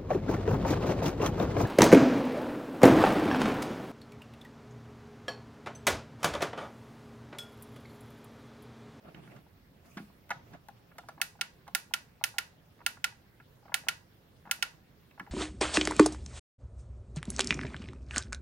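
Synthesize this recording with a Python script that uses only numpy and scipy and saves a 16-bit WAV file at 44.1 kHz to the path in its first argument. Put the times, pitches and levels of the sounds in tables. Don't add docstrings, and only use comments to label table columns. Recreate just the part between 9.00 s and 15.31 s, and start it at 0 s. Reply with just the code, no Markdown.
import sys
import numpy as np
from scipy import signal
from scipy.io import wavfile

SR = 44100
rng = np.random.default_rng(int(sys.argv[2]) if len(sys.argv) > 2 else 0)


def file_out(sig):
    cols = np.atleast_2d(sig).T
    lim = np.clip(cols, -1, 1)
    pcm = np.round(lim * 32767).astype(np.int16)
    wavfile.write(sys.argv[1], SR, pcm)


N = 278271
SIDES = np.array([[.5], [-.5]])
EDGES = 22 * 2 ** np.arange(0, 9.8, 1 / 3)
TINY = 1e-18


def from_db(db):
    return 10 ** (np.asarray(db) / 20)


def rms_one(x):
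    return x / np.sqrt(np.mean(x ** 2) + 1e-20)


def at_hz(rows, hz):
    where, *columns = np.transpose(rows)
    return [np.interp(np.log(hz), np.log(where), column) for column in columns]


def low_pass(x, hz, order):
    return signal.sosfilt(signal.butter(order, hz, fs=SR, output="sos"), x)


def high_pass(x, hz, order=4):
    return signal.sosfilt(signal.butter(order, hz, "high", fs=SR, output="sos"), x)


def drift(rate_hz):
    r = np.exp(-80 * np.pi * rate_hz / SR)
    white = rng.standard_normal(N // 40 + 2002)
    slow = signal.lfilter([1], [1, -2 * r, r * r], white)[2000:]
    return np.interp(np.arange(N) / 40, np.arange(len(slow)), rms_one(slow))


def ring(force, hz, t60):
    r = from_db(-60 / (t60 * SR))
    w = 2 * np.pi * hz / SR
    return signal.lfilter([0, np.sin(w)], [1, -2 * r * np.cos(w), r * r], force + TINY)


def bands(*shape):
    white = rng.standard_normal((2, 2, *shape))
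    for k, (low, high) in enumerate(zip(EDGES, EDGES[1:])):
        band = signal.butter(2, [low, high], "band", fs=SR, output="sos")
        yield np.sqrt(low * high), signal.sosfilt(band, white[k % 2])


def dying_noise(rows, size, count=1):
    t, out = np.arange(size) / SR, 0
    for hz, pair in bands(count, size):
        level_db, t60, *pan_db = at_hz(rows, hz)
        dying = pair * from_db(-60 * t / t60)
        energy = np.sum(dying ** 2, axis=2, keepdims=True) / (hz / 1000)
        gain = from_db(level_db + SIDES[..., None] * sum(pan_db))
        out = out + dying / np.sqrt(energy) * gain * (hz > 200)
    return out


# (frequency [Hz], likeness [0 to 1])
LIKENESS = [(60, 1), (250, 0.79), (1000, 0.077), (4000, 0.06), (12000, 0.055)]
# (frequency [Hz], left-right difference [dB])
NOISE_PAN = [(60, -3.5), (240, -1.5), (950, -2.5), (3770, 0), (15000, -2)]


def steady(spectrum, patchy_db, size):
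    out = np.zeros((2, N))
    for hz, (mid, side) in bands(size):
        alike = np.clip(at_hz(LIKENESS, hz)[0], 0, 1)
        waver_db = patchy_db * drift(14.0)[:size]
        level_db = at_hz(spectrum, hz)[0] + waver_db + SIDES * at_hz(NOISE_PAN, hz)[0]
        stereo = np.sqrt(1 + alike) * mid + np.sqrt(1 - alike) * side * [[1], [-1]]
        out[:, :size] += from_db(level_db) * stereo
    return out / np.sqrt(np.mean(out[:, :size] ** 2))


AIR_DB = -60
# (frequency [Hz], relative level [dB per Hz])
AIR = [(13, -51), (22, -27), (32, -17), (56, -11.5), (140, -6.5), (347, -19), (432, -17.5), (585, -22),
       (861, -26), (935, -18), (1130, -41), (1270, -26), (4380, -34.5), (7810, -46), (16000, -36.5)]


def air():
    return from_db(AIR_DB) * steady(AIR, patchy_db=2.0, size=N)


STILL_S = 2.1


def strokes(rows, rise, fall):
    t = np.arange(N) / SR
    levels = [db - rise * np.maximum(s - t, 0) - fall * np.maximum(t - s - length, 0)
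              for s, length, db in rows]
    return np.max(levels, axis=0)


# (frequency [Hz], relative level [dB per Hz])
SCRAPE_COLOUR = [(65, -44), (110, 2), (240, -8), (281, -3), (346, -7.5), (442, -16.5), (583, -8.5),
                 (719, -13), (2650, -24), (7000, -49), (9100, -84), (15400, -120)]
# (start time [s], length [s], level [dB])
SCRAPES = [(.06, .33, -53.5), (.87, 0.22, -63), (1.3, 0.21, -60.5), (1.53, 0.019, -51.5), (1.8, 0.1, -70.5)]


def scrape():
    level_db = strokes(SCRAPES, rise=238, fall=396) + 2.5 * drift(28.0)
    return from_db(level_db) * steady(SCRAPE_COLOUR, patchy_db=3.5, size=round(STILL_S * SR))


# (frequency [Hz], relative level [dB per Hz])
RUSTLE_COLOUR = [(880, -19), (1500, 3), (1760, -25), (2370, 4), (3350, -20), (4330, -7), (16000, -14)]
# (start time [s], length [s], level [dB])
RUSTLES = [(.06, .34, -75.5), (.86, 0.17, -66), (1.47, 0.045, -75.5)]


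def rustle():
    level_db = strokes(RUSTLES, rise=598, fall=124) + 1.5 * drift(24.0)
    return from_db(level_db) * steady(RUSTLE_COLOUR, patchy_db=3.0, size=round(STILL_S * SR))


ROOM_DB, ROOM_RISE_S = -1, 0.0013
# (frequency [Hz], relative level [dB per Hz], t60 [s])
ROOM = [(301.4, -5.5, 0.59), (800, -7, 0.38), (1320, -6, 0.28), (1470, -1.5, 0.31), (2000, -2, 0.27),
        (3020, -2.5, 0.21), (5170, -6.5, 0.29), (7950, -15.5, 0.33), (11900, -8, 0.18),
        (15600, -15.5, 0.033)]


def room(x):
    tail = dying_noise(ROOM, size=20000)[:, 0]
    tail = tail * (1 - np.exp(-np.arange(20000) / SR / ROOM_RISE_S)) ** 2
    tail = tail / np.sqrt(np.sum(tail ** 2) / 2)
    return from_db(ROOM_DB) * signal.fftconvolve(x, tail, axes=1)[:, :N]


# (frequency [Hz], level [dB], t60 [s])
DISC_MODES = [(206.4, -8, 0.21), (259, -2, 0.041), (328, -8.5, 0.072)]
# (time [s], push level before softening [dB])
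THUMPS = [(0.064, -43.5), (0.144, -42), (0.274, -45), (0.361, -50), (0.969, -31), (1.001, -32),
          (1.025, -41.5), (1.099, -53), (1.303, -45), (1.533, -54), (1.686, -50), (2.177, -47),
          (4.399, -53), (4.654, -49), (4.867, -44.5), (5.471, -46), (5.588, -50.5), (6.196, -53),
          (6.208, -37.5), (6.23, -42), (6.296, -48)]


def turntable():
    push = np.zeros(N)
    for s, push_db in THUMPS:
        push[round(s * SR)] = from_db(push_db)
    push = low_pass(push + TINY, 250, order=2)
    modes = sum(from_db(level_db) * ring(push, hz, t60) for hz, level_db, t60 in DISC_MODES)
    return high_pass(modes, 140)


SHELL_LOW_HZ = 660
MOST_CYCLES = 65
SWITCH_PANEL_HZ = 1400
# (frequency [Hz], level [dB], longest t60 [s], left-right difference [dB])
SHELL_MODES = [(715, -19.5, 0.071, -2.5), (797, -16.5, 0.068, 2.2), (988, -22.5, .05, 6.5),
               (1070, -25, 0.066, 6.3), (1365, -11, 0.05, 11), (1412, -4, 0.05, -3),
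               (1703, -4.5, .04, -3.5), (1825, -4.5, 0.05, -1.5), (2075, 4, 0.014, -6.5),
               (2237, -2, 0.03, -9), (2737, -1.5, 0.026, 4.5), (2536, 2.5, 0.014, -4),
               (3065, -0.5, .018, -14), (3727, -8.5, .025, -10), (3750, -22.5, 0.025, -3),
               (4280, -17.5, 0.035, -6.5), (5160, -16, 0.012, 2), (5560, -5.5, 0.0093, -1.3),
               (5400, -20, .011, 0.5), (6240, -13, 0.012, 0.5)]


def shell(force, panel_db=0):
    modes = 0
    for k, (hz, level_db, t60, pan_db) in enumerate(SHELL_MODES):
        on_panel = abs(hz - SWITCH_PANEL_HZ) < 120
        gain = from_db(level_db + panel_db * on_panel + SIDES * pan_db) * (-1) ** k
        modes = modes + gain * ring(force, hz, min(t60, MOST_CYCLES / hz))
    return high_pass(modes, SHELL_LOW_HZ)


FINGER_REACH_DB = -5
CREAK_CUT_HZ, CREAK_MS = 985, 2.8
NAIL_LOW_HZ = 1900
NAIL_TOP_HZ_AT_1_MS = 43800
HAND_PAN_DB, HAND_PAN_SPREAD_DB = 0.3, 3
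# (time [s], push level [dB], contact cut-off [Hz], contact length [ms], nail tick level [dB])
TAPS = [(0.145, -49, 4600, 1.9, -70), (0.273, -50, 1700, 3.1, -70), (0.362, -50, 1290, 7.8, -55),
        (0.97, -32, 1230, 11.4, -36.5), (1.292, -46.5, 1860, 2.9, -52), (1.304, -22.5, 1290, 7, -31.5),
        (1.311, -23, 1510, 4.6, -42), (1.533, -42, 1290, 10, -48.5), (1.685, -34, 930, 2.6, -46.5),
        (1.914, -52, 1470, 3.4, -80), (1.982, -30.5, 1020, 4.3, -38), (2.086, -29.5, 1040, 4.7, -40.5),
        (2.178, -42.5, 1120, 1.6, -71), (2.678, -34, 1050, 4.3, -45), (4.4, -46.5, 1500, 2.3, -80),
        (5.493, -38.5, 1220, 1.3, -74), (6.11, -58.5, 6520, 2.2, -70), (6.196, -32.5, 1850, 4.1, -47.5)]
# (time [s], push level [dB])
CREAKS = [(0.063, -51.5), (0.464, -51.5), (1.099, -54.5), (1.954, -51), (2.035, -44.5), (2.2, -38.5),
          (2.12, -54), (2.352, -48), (2.39, -45), (2.668, -45), (2.91, -43.5), (3.211, -35.5), (3.225, -44),
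          (3.34, -44), (3.362, -44.5), (3.79, -50), (3.804, -41.5), (3.814, -41), (3.97, -45),
          (4.121, -48.5), (4.627, -51.5), (4.654, -42.5), (4.68, -39.5), (4.694, -42), (4.719, -33.5),
          (4.835, -43.5), (4.867, -36.5), (4.876, -40.5), (5.452, -40.5), (5.462, -42), (5.473, -39.5),
          (5.588, -44.5), (6.177, -42.5), (6.208, -43), (6.264, -44.5), (6.272, -44), (6.296, -51)]


def fingers():
    creaks = [(s, push_db, CREAK_CUT_HZ, CREAK_MS, -np.inf) for s, push_db in CREAKS]
    contacts = TAPS + creaks
    force, nail = np.zeros((2, 2, N))
    grit = rng.standard_normal((len(contacts), 2, 1800))
    t_ms = np.arange(1800) / SR * 1000
    pans_db = HAND_PAN_DB + HAND_PAN_SPREAD_DB * rng.standard_normal(len(contacts))
    for (s, push_db, soft_hz, contact_ms, tick_db), grains, pan_db in zip(contacts, grit, pans_db):
        age = t_ms / max(contact_ms, .2)
        skin, tick = grains * (1 - np.exp(-12.0 * age)) * np.exp(-age)
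        skin = low_pass(skin, soft_hz, order=4)
        skin = skin / np.sqrt(np.sum(skin ** 2))
        tick = low_pass(tick, min(NAIL_TOP_HZ_AT_1_MS / contact_ms, .45 * SR), order=2)
        at, pan = round(s * SR), from_db(SIDES * pan_db)
        force[:, at:at + 1800] += (from_db(push_db) * pan * skin)[:, :N - at]
        nail[:, at:at + 1800] += (from_db(tick_db) * pan * tick)[:, :N - at]
    scuff = from_db(13.0) * high_pass(force + TINY, SHELL_LOW_HZ) + high_pass(nail + TINY, NAIL_LOW_HZ)
    return from_db(-7.5) * shell(force, FINGER_REACH_DB) + scuff, scuff


PRESS_BRIGHT_DB, PRESS_REBOUND_DB = -0.77, -11.5
RELEASE_BRIGHT_DB, RELEASE_REBOUND_DB = 0.9, -2.5
REBOUND_S = 0.0021
TOP_HZ = 7760
CRACK_DB = 5
SCATTER_DB, SCATTER_LOW_HZ = 3.5, 650
SHELL_TO_WALLS_DB = -34
# (frequency [Hz], relative level [dB per Hz], t60 [s], left-right difference [dB])
CRACK = [(1460, -29.5, 0.075, -9), (2800, -13, 0.021, -9), (4550, -8, 0.029, -5), (7320, -11.5, 0.022, 5.5),
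         (9700, -17, 0.032, -21), (12800, -21, 0.021, -2.5), (15170, -14.5, 0.017, -7),
         (16500, -15.5, .012, -9)]
# (time [s], click level [dB], top treble level [dB])
SNAPS = [(2.215, -15, 6), (2.411, -16, -15.5), (2.749, -14, 6), (2.937, -15, -1.5), (3.239, -13, 5),
         (3.383, -15, -3.5), (3.863, -13, 2), (4.042, -14.5, -6), (4.742, -12, 2), (4.885, -13, -5.5),
         (5.512, -14, 5), (5.625, -13.5, -9)]


def switch():
    force, snap, sharp = np.zeros((3, N))
    crack = np.zeros((2, N))
    rattle = rng.standard_normal((len(SNAPS), 200)) * (rng.random((len(SNAPS), 200)) < .1)
    rattle *= from_db(-17 - 60 * np.arange(200) / SR / 0.015)
    cracks = dying_noise(CRACK, size=1500, count=2 * len(SNAPS))
    late = int(np.clip(REBOUND_S * SR, 1, 199))
    for k, (s, peak_db, top_db) in enumerate(SNAPS):
        bright_db, rebound_db = PRESS_BRIGHT_DB, PRESS_REBOUND_DB
        if k % 2:
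            bright_db, rebound_db = RELEASE_BRIGHT_DB, RELEASE_REBOUND_DB
        at = round(s * SR)
        force[at:at + 200] += from_db(peak_db) * rattle[k]
        force[[at, at + late]] += from_db([peak_db, peak_db + rebound_db])
        pair = cracks[:, 2 * k:2 * k + 2]
        top_gain = from_db(top_db) - 1
        pair = pair + top_gain * high_pass(pair, TOP_HZ, order=1)
        first, second = np.swapaxes(from_db(peak_db + bright_db) * pair, 0, 1)
        crack[:, at:at + 1500] += first
        crack[:, at + late:at + late + 1500] += from_db(rebound_db) * second
        snap[at] = from_db(peak_db + SCATTER_DB) * np.sqrt(1 + from_db(2 * rebound_db))
        sharp[at] = snap[at] * top_gain
    snap += high_pass(sharp + TINY, TOP_HZ, order=1)
    body = shell(force)
    direct = from_db(-10.5) * body - from_db(CRACK_DB) * crack
    to_walls = high_pass(snap + TINY, SCATTER_LOW_HZ) + from_db(SHELL_TO_WALLS_DB) * body
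    return direct, to_walls


RIGHT_LAG_S = 7e-5
NOISE_TOP_HZ, CUTOFF_HZ = 15850, 17150


def scene():
    t = np.arange(N) / SR
    clicks, snaps = switch()
    taps, scuffs = fingers()
    car = clicks + taps + turntable()
    car[1] = np.interp(t - RIGHT_LAG_S, t, car[1])
    around = room(snaps + from_db(-8.5) * scuffs) + scrape() + rustle() + air()
    noise_edge = signal.ellip(8, .5, 60, NOISE_TOP_HZ, fs=SR, output="sos")
    return car + signal.sosfilt(noise_edge, around)


def record(dry):
    return signal.sosfilt(signal.cheby2(14, 70, CUTOFF_HZ, fs=SR, output="sos"), dry)


dry = scene()
out = record(dry)
file_out(out)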